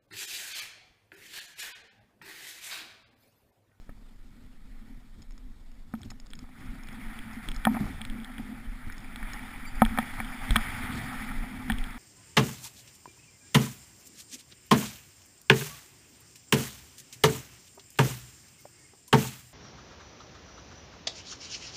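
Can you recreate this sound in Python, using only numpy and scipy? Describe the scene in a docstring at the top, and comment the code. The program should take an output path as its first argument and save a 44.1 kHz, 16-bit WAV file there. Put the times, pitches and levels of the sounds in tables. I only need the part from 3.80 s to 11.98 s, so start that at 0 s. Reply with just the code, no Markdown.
"""A deep powder slope, heard from inside a sealed camera housing that a snowboarder holds on a pole.
Wind thumps the housing and rumble comes and goes; the board hisses and crackles, the pole hums with shocks.
Snow lumps knock, ice crumbs tick, the latch rattles, powder spatters, the arm jolts and the mount squeaks.
Noise follows tables of spectrum and level; blows and grains ring the modes of the housing's parts.
At the microphone the sound is held sample by sample at 12 kHz, which mirrors it into the treble."""
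import sys
import numpy as np
from scipy import signal
from scipy.fft import rfft, irfft, next_fast_len
from scipy.io import wavfile
from scipy.ndimage import uniform_filter1d

SR = 44100
rng = np.random.default_rng(int(sys.argv[2]) if len(sys.argv) > 2 else 0)


def dump(signal):
    """Clip the signal to [-1, 1] and save it as 16-bit WAV at the path in sys.argv[1]."""
    limited = np.clip(np.atleast_2d(signal).T, -1, 1)
    pcm = np.round(limited * 32767).astype(np.int16)
    wavfile.write(sys.argv[1], SR, pcm)


def linear_from_db(decibels):
    """Turn decibels (scalar or array-like) into linear amplitude factors; 0 gives 1."""
    return 10 ** (np.asarray(decibels, float) / 20)


N = 360738  # length in samples

# Noise spectra, shape only: f/Hz, level/dB per Hz
WIND_SPECTRUM = [(10, -10), (22, 5), (36, -7.5), (55, -24.5), (100, -30), (300, -45.5), (500, -43),
                 (2000, -86)]
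RUMBLE_SPECTRUM = [(40, -32), (75, -7), (110, 6), (150, -19.5), (200, -11), (255, -12), (310, -18.5),
                   (500, -35), (2000, -40)]
AIR_SPECTRUM = [(100, 5.5), (500, -2.5), (1250, -7), (2000, -16), (3600, -8), (5800, -13)]
# The board's hiss as it comes through the housing wall, shape only: f/Hz, level/dB per Hz
HISS_SPECTRUM = [(190, -45), (330, -25), (424, -18.5), (643, -14.5), (797, 1), (1060, -10), (1270, 0.5),
                 (1590, -4), (1930, 0.5), (2330, -3), (2750, -14.5), (3450, -9.5), (3990, -19.5),
                 (4880, -18), (5700, -22), (7410, -102), (12500, -120)]

# Ringing modes of each part of pole and housing: f/Hz, relative level/dB, time to fall by 60 dB/s
PART_MODES = {"pole": [(223.4, 14.5, 0.12), (288.4, 1.5, 0.038)], "mount": [(251.8, 5.5, 0.54)],
              "back": [(529, 2, 0.015), (763, 8, 0.033), (911, -2.5, 0.062), (990, -1, 0.03),
              (1283, 6, 0.034)], "walls": [(1450, 7, 0.013), (1816, 8, 0.024), (2298, 7, 0.021)],
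              "lens": [(2670, -1, 0.0013), (3315, -0.5, 0.0094), (4110, -17.5, 0.0091)],
              "latch": [(4540, 5.5, 0.001), (5270, -0.5, 0.012)]}

# How hard the board drives through the powder, as the gain of its hiss: t/s, level/dB
CARVE = [(0.0, -71.5), (0.85, -70), (1.05, -64), (1.4, -72), (2.4, -71.5), (2.74, -62.5), (2.8, -55),
         (3.05, -54.5), (3.22, -49), (3.7, -50.5), (3.95, -49), (4.4, -52.5), (4.65, -51), (5.0, -53.5),
         (5.4, -49.5), (5.52, -45.5), (5.9, -49), (6.22, -42), (6.5, -44.5), (6.8, -39), (7.4, -41.5),
         (7.7, -47), (8.18, -47)]
# Swells in the level of the low wind noise: t/s of the peak, level/dB, length/s
WIND_SWELLS = [(0.9, -37.5, 0.53), (1.58, -37, .15), (1.956, -38.5, 0.35), (2.56, -36, 0.39),
               (3.404, -32.5, .15), (3.708, -28, 0.14), (4.305, -35, 0.42), (4.71, -35.5, 0.28),
               (4.89, -36, 0.19), (5.102, -32.5, 0.16), (5.413, -41, .12), (5.79, -36, 0.17),
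               (6.063, -31, 0.47), (6.793, -33, .15), (7.003, -36.5, 0.12), (7.398, -37, 0.29),
               (7.597, -34, 0.15), (8.02, -29, 0.27)]
# The board runs over rough snow: t/s of the peak, level/dB, length/s
BUMPS = [(0.503, -53.5, 0.14), (1.406, -50, 0.095), (1.8, -60, 0.13), (2.236, -46.5, 0.33),
         (2.611, -45.5, 0.14), (2.887, -46, 0.33), (3.69, -39.5, 0.14), (4.05, -39, 0.46),
         (4.632, -48, 0.16), (5.087, -46.5, .12), (5.545, -65, .2), (6.1, -43, 0.17), (6.303, -53, .12),
         (6.732, -36, 0.16), (7.0, -39, 0.2), (7.19, -34.5, 0.18), (7.493, -46.5, .12), (7.944, -44, 0.34)]
# Spells of hard shaking up the arm: t/s of the peak, level/dB, length/s
SHAKES = [(0.695, -58, .2), (1.109, -50.5, 0.11), (1.69, -56, .12), (1.9, -64, .12), (2.324, -54, .12),
          (2.514, -50, 0.094), (2.92, -47, 0.19), (3.185, -46, 0.23), (3.916, -35, 0.16),
          (4.04, -37.5, 0.23), (4.36, -39, .2), (4.695, -44, 0.32), (6.023, -47, .15), (6.458, -44, 0.28),
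          (7.1, -41.5, 0.14), (7.643, -41, 0.71), (7.813, -44, 0.17)]

# Lumps of snow and bumps: t/s, back level/dB, pole level/dB, walls level/dB, crumbling/ms
KNOCKS = [(0.0925, -51, -35.5, -53, 1.7), (0.56, -71, -48, -72, 4.1), (2.138, -39.5, -28.5, -40.5, 0.7),
          (2.207, -56, -57, -64, 0.4), (2.258, -61, -39.5, -74, 1.9), (2.316, -49.5, -61, -52, 0.2),
          (2.64, -53, -65, -66, 1.1), (2.69, -55.5, -66, -56, 0.34), (2.82, -71, -67, -48, 0.3),
          (3.568, -69, -36.5, -66, 1.5), (3.8512, -37, -37, -21, 1.64), (3.8695, -17.5, -17.5, -28, 0.96),
          (3.966, -34.5, -31, -38, 2), (3.948, -35, -30, -43, 2.2), (4.006, -45, -22, -47, 2.9),
          (4.027, -47, -28, -50, 1.5), (4.209, -47, -40.5, -45, 1.9), (4.499, -50, -41, -67, 1.6),
          (4.583, -64, -44.5, -38, 0.29), (4.594, -47, -34, -65, 5.5), (5.099, -66, -50, -36.5, 0.19),
          (5.428, -51, -42, -35.5, 0.17), (5.594, -62, -57, -38.5, 0.2), (6.019, -11, -13.5, -19, 0.18),
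          (6.0615, -42, -41, -29, 0.25), (6.12, -66, -32.5, -60, 1.8), (6.175, -31.5, -40, -27, 0.53),
          (6.186, -21, -24, -22, 0.2), (6.4015, -34, -38, -26, 0.67), (6.7105, -59, -47, -34, 0.44),
          (6.759, -22, -50, -17.5, 1.6), (6.7635, -31, -25, -21, 0.16), (7.165, -60, -35, -46, 1.3),
          (7.639, -44, -36.5, -52, 1.4), (7.899, -31.5, -24, -23.5, 1.2)]
# The loose latch rattles: t/s, level/dB, rattling/ms
RATTLES = [(1.4187, -55, 4.4), (1.426, -54, 0.46), (1.508, -52.5, 0.36), (1.5205, -59, 1.2),
           (1.5783, -53, .6), (1.9168, -59, .4), (2.2166, -50, 0.67), (2.25, -61, 1.6), (2.3019, -44, 4),
           (2.311, -54, 2.3), (2.399, -48, 1.2), (2.4613, -55, .45), (2.4668, -52.5, 2.1),
           (2.5027, -53, 1.8), (2.5523, -51, 1.5), (2.59, -46.5, 1.5), (2.9465, -59, 1.3),
           (3.034, -51, 0.84), (3.071, -55, 1.1), (3.1266, -56, 2.1), (3.532, -52, 1), (3.7447, -51, 2.2),
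           (3.763, -40.5, .8), (5.1233, -47, .5), (5.181, -46.5, .3), (5.2035, -57, 1.2),
           (5.5338, -39.5, 0.74), (6.0035, -51, 1.1), (8.107, -51, .3)]
# Jolts of the arm, one slow swing each: t/s, level/dB, f/Hz
JOLTS = [(1.649, -36, 31), (2.887, -26, 27), (3.684, -32, 27.7), (3.763, -25.5, 27.3), (4.038, -28, 30),
         (4.869, -27, 30), (5.974, -23, 24), (6.045, -20, 25.5), (6.705, -13.5, 36.5), (7.917, -20.5, 33.2)]
# Ice crumbs on the lens cover: t/s, level/dB
CRUMBS = [(2.152, -53), (2.2323, -44), (2.5124, -54), (2.5341, -38.5), (3.087, -41.5), (3.3896, -40.5),
          (3.687, -31), (3.716, -36.5), (3.8515, -24), (4.2156, -33), (4.251, -35.5), (4.299, -40.5),
          (4.4006, -49), (4.434, -53), (4.4457, -38.5), (4.581, -40), (5.3596, -36.5), (6.0193, -31.5),
          (6.0508, -28), (6.1873, -29), (6.4004, -46), (6.4464, -42), (6.7073, -24.5), (6.758, -25),
          (6.7638, -17), (7.8986, -33.5), (7.9056, -35), (7.92, -30), (7.985, -36.5), (8.0403, -36.5),
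          (8.082, -51)]
# A cloud of powder pelts the housing: t/s, level/dB
SPATTER = [(3.88, -62), (3.9, -58), (3.945, -40), (3.975, -44), (4.01, -49), (4.07, -49.5), (4.12, -52),
           (4.16, -53)]
# The mount squeaks: t/s, length/s, f/Hz at the start, level/dB
SQUEAKS = [(5.843, 0.026, 2310, -39.5), (5.853, 0.055, 4590, -48), (5.91, .015, 4800, -58),
           (5.94, 0.049, 4680, -56)]

FULL_CARVE_DB = -45  # hiss gain of a full carve
# Beds: level/dB at a full carve, share of the carve's dB changes that the bed follows
WIND_BED, RUMBLE_BED, POLE_BED = (-43, 0.11), (-50.5, 0.5), (-46, 0.56)
AIR_DB = -64.5
RATTLE_LENS_DB, RATTLE_WALLS_DB = -9, -12.5  # relative to the latch
CRUMB_LATCH_DB, CRUMB_WALLS_DB, CRUMB_MS = -18, -7.5, 0.23  # levels relative to the lens cover
HOLD_HZ = 12000
SELF_NOISE_DB = -77  # wide-band hiss of the electronics, ahead of the last low-pass


def evened(x):
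    """Scales to rms 1."""
    return x / np.sqrt(np.mean(x ** 2) + 1e-20)


def drift(count, width):
    """Random wander of rms 1, smoothed over a number of points."""
    return evened(uniform_filter1d(rng.standard_normal(count), size=width))


def read_spectrum(points, hz):
    """Reads a spectrum table on a log-frequency axis."""
    f, level = np.transpose(points)
    return np.interp(np.log(hz + 1), np.log(f + 1), level)


def noise(spectrum, size, patchy_db, flicker_db):
    """Random short-time spectra with drifting patches and a flicker shared by all bins."""
    frames = 4 * N // size + 5
    hz = np.fft.rfftfreq(size, 1 / SR)
    real, imaginary, patches = rng.standard_normal((frames, len(hz), 3)).T
    patches = uniform_filter1d(patches, size=8, axis=0)  # across frequency
    patches = evened(uniform_filter1d(patches, size=10, axis=1))  # across time
    flicker = drift(frames, 3)
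    level_db = read_spectrum(spectrum, hz)[:, None] + patchy_db * patches + flicker_db * flicker
    bins = (real + 1j * imaginary) * linear_from_db(level_db)
    sound = signal.istft(bins, nperseg=size, noverlap=3 * size // 4)[1]
    return evened(sound[:N])


def carve_db():
    """Hiss gain of the board over time, in dB."""
    return np.interp(np.arange(N) / SR, *np.transpose(CARVE))


def ride(bed, surges):
    """Gain over time: a bed that follows the carve, plus smooth swells around their peaks, added as power."""
    full_db, share = bed
    t = np.arange(N) / SR
    power = linear_from_db(full_db + share * (carve_db() - FULL_CARVE_DB)) ** 2
    for peak_s, peak_db, length in surges:
        power += linear_from_db(peak_db) ** 2 * np.exp(-(4 * (t - peak_s) / length) ** 2)
    return np.sqrt(power)


def ring(force, part):
    """The modes of one part, set ringing by a force; neighbouring modes swing in opposite sense."""
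    t = np.arange(SR // 4) / SR
    modes = np.zeros(len(t))
    for k, (hz, db, t60) in enumerate(PART_MODES[part]):
        modes += (-1) ** k * linear_from_db(db - 60 * t / t60) * np.sin(2 * np.pi * hz * t)
    return signal.oaconvolve(force, modes)


def grains(per_s, spread_db, parts):
    """Random small impacts, a few large, ringing the named parts."""
    size = linear_from_db(spread_db * rng.exponential(1, N)) * rng.choice([-1, 1], N)
    hits = size * (rng.random(N) < per_s / SR)
    return evened(sum(ring(hits, part)[:N] for part in parts))


def add(mix, s, sound):
    """Mixes a sound in at s seconds."""
    part = mix[round(s * SR):][:len(sound)]
    part += sound[:len(part)]


def blows(rows, parts, rough, soft_hz):
    """Each blow is a push followed by a few ms of crumbling; it rings each part by its own amount."""
    out = np.zeros(N)
    ms = np.arange(1000) * 1000 / SR
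    keep = np.exp(-2 * np.pi * soft_hz / SR)
    for s, *levels_db, length_ms in rows:
        crumbling = np.exp(-(ms / np.clip(length_ms, 0.05, 8) - 0.6) ** 2)
        force = rough * rng.standard_normal(len(ms)) * crumbling
        force[0] = 1
        # a soft body spreads the push in time: two-pole low-pass
        force = signal.lfilter([1], [1, -2 * keep, keep ** 2], force)
        for part, db in zip(parts, levels_db):
            sound = ring(force, part)
            loudest = np.sqrt(uniform_filter1d(sound ** 2, size=140).max())  # rms over about 3 ms
            add(out, s, linear_from_db(db) * sound / loudest)
    return out


def wind():
    """Wind on the housing: low, thumping noise that swells and sinks."""
    return ride(WIND_BED, WIND_SWELLS) * noise(WIND_SPECTRUM, size=4096, patchy_db=1.8, flicker_db=2.0)


def rumble():
    """The board on rough snow: low, flickering noise that grows with the carve."""
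    return ride(RUMBLE_BED, BUMPS) * noise(RUMBLE_SPECTRUM, size=1024, patchy_db=0.5, flicker_db=4.0)


def air():
    """Steady air: a faint noise whose mean level does not follow the carve."""
    return linear_from_db(AIR_DB) * noise(AIR_SPECTRUM, size=1024, patchy_db=2.5, flicker_db=1.9)


def pole():
    """Uneven small shocks up the arm keep the low modes of pole and mount humming."""
    shocks = rng.standard_normal(N) * linear_from_db(1.7 * drift(N, 600))
    hum = evened(ring(shocks, "pole")[:N] + ring(shocks, "mount")[:N])
    return ride(POLE_BED, SHAKES) * hum


def board():
    """Powder sliding under the board: a dense hiss with fine crystals crackling in it."""
    hiss = noise(HISS_SPECTRUM, size=512, patchy_db=2.0, flicker_db=0.83)
    crackle = grains(400, 2.0, ("walls", "lens"))
    return linear_from_db(carve_db()) * (1.075 * hiss + 0.28 * crackle)


def knocks():
    """Lumps of snow and bumps: soft blows that ring the back, the pole and the walls."""
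    return blows(KNOCKS, ("back", "pole", "walls"), rough=0.17, soft_hz=1600)


def rattles():
    """The loose latch chatters: hard, rough blows that ring the latch and stir the lens cover and walls."""
    rows = [(s, db + RATTLE_LENS_DB, db, db + RATTLE_WALLS_DB, ms) for s, db, ms in RATTLES]
    return blows(rows, ("lens", "latch", "walls"), rough=0.6, soft_hz=4500)


def jolts():
    """One soft pressure swing per jolt of the arm, slightly longer than a full cycle."""
    out = np.zeros(N)
    for s, db, hz in JOLTS:
        turn = np.arange(0, 1.12, hz / SR)  # in cycles
        fade = signal.windows.tukey(len(turn), 0.4) * np.exp(-0.5 * turn)
        add(out, s, linear_from_db(db) * np.sin(2 * np.pi * turn) * fade)
    return out


def crumbs():
    """Ice crumbs tick: hard, short blows that ring the lens cover and stir the latch and walls."""
    rows = [(s, db, db + CRUMB_LATCH_DB, db + CRUMB_WALLS_DB, CRUMB_MS) for s, db in CRUMBS]
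    return blows(rows, ("lens", "latch", "walls"), rough=0.6, soft_hz=4500)


def spatter():
    """Powder pelts the housing: dense grains, mostly on the back, swelling and thinning out."""
    s, db = np.transpose(SPATTER)
    level = linear_from_db(np.interp(np.arange(N) / SR, s, db, left=-120, right=-120))
    return level * (grains(93, 3.4, ("back",)) + 0.5 * grains(250, 2.3, ("walls",)))


def squeaks():
    """Short, rough, rising tones from rubbing plastic."""
    out = np.zeros(N)
    for s, length, hz, db in SQUEAKS:
        t = np.arange(0, length, 1 / SR)
        waver = drift(len(t), 150)  # shakes pitch and level together
        turns = np.cumsum(hz * (1 + 0.6 * t + 0.019 * waver)) / SR
        add(out, s, linear_from_db(db + 1.9 * waver) * np.sin(2 * np.pi * turns) * np.hanning(len(t)))
    return out


def scene():
    """All that reaches the microphone inside the housing, as one channel."""
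    steady = wind() + rumble() + air() + pole() + board()
    events = knocks() + rattles() + jolts() + crumbs() + spatter() + squeaks()
    return (steady + events)[None]


def top_cut(x):
    """Nothing passes above the cut-off."""
    return signal.sosfilt(signal.butter(12, 16530, fs=SR, output="sos"), x)


def record(dry):
    """Band limit below half the hold rate; holding each sample mirrors the spectrum under a sinc slope."""
    size = next_fast_len(N + SR)
    hz = np.fft.rfftfreq(size, 1 / SR)
    t = np.arange(size) / SR
    limited = irfft(rfft(dry, size) / (1 + (hz / 5850) ** 80), size)
    mirrored = limited * (1 + 2 * np.cos(2 * np.pi * HOLD_HZ * t))
    held = rfft(mirrored) * np.sinc(hz / HOLD_HZ)
    self_noise = rfft(linear_from_db(SELF_NOISE_DB) * rng.standard_normal(size))
    mix = irfft((held + self_noise) / (1 + (hz / 15300) ** 70), size)[:, :N]
    return top_cut(mix)


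dry = scene()
out = record(dry)
dump(out)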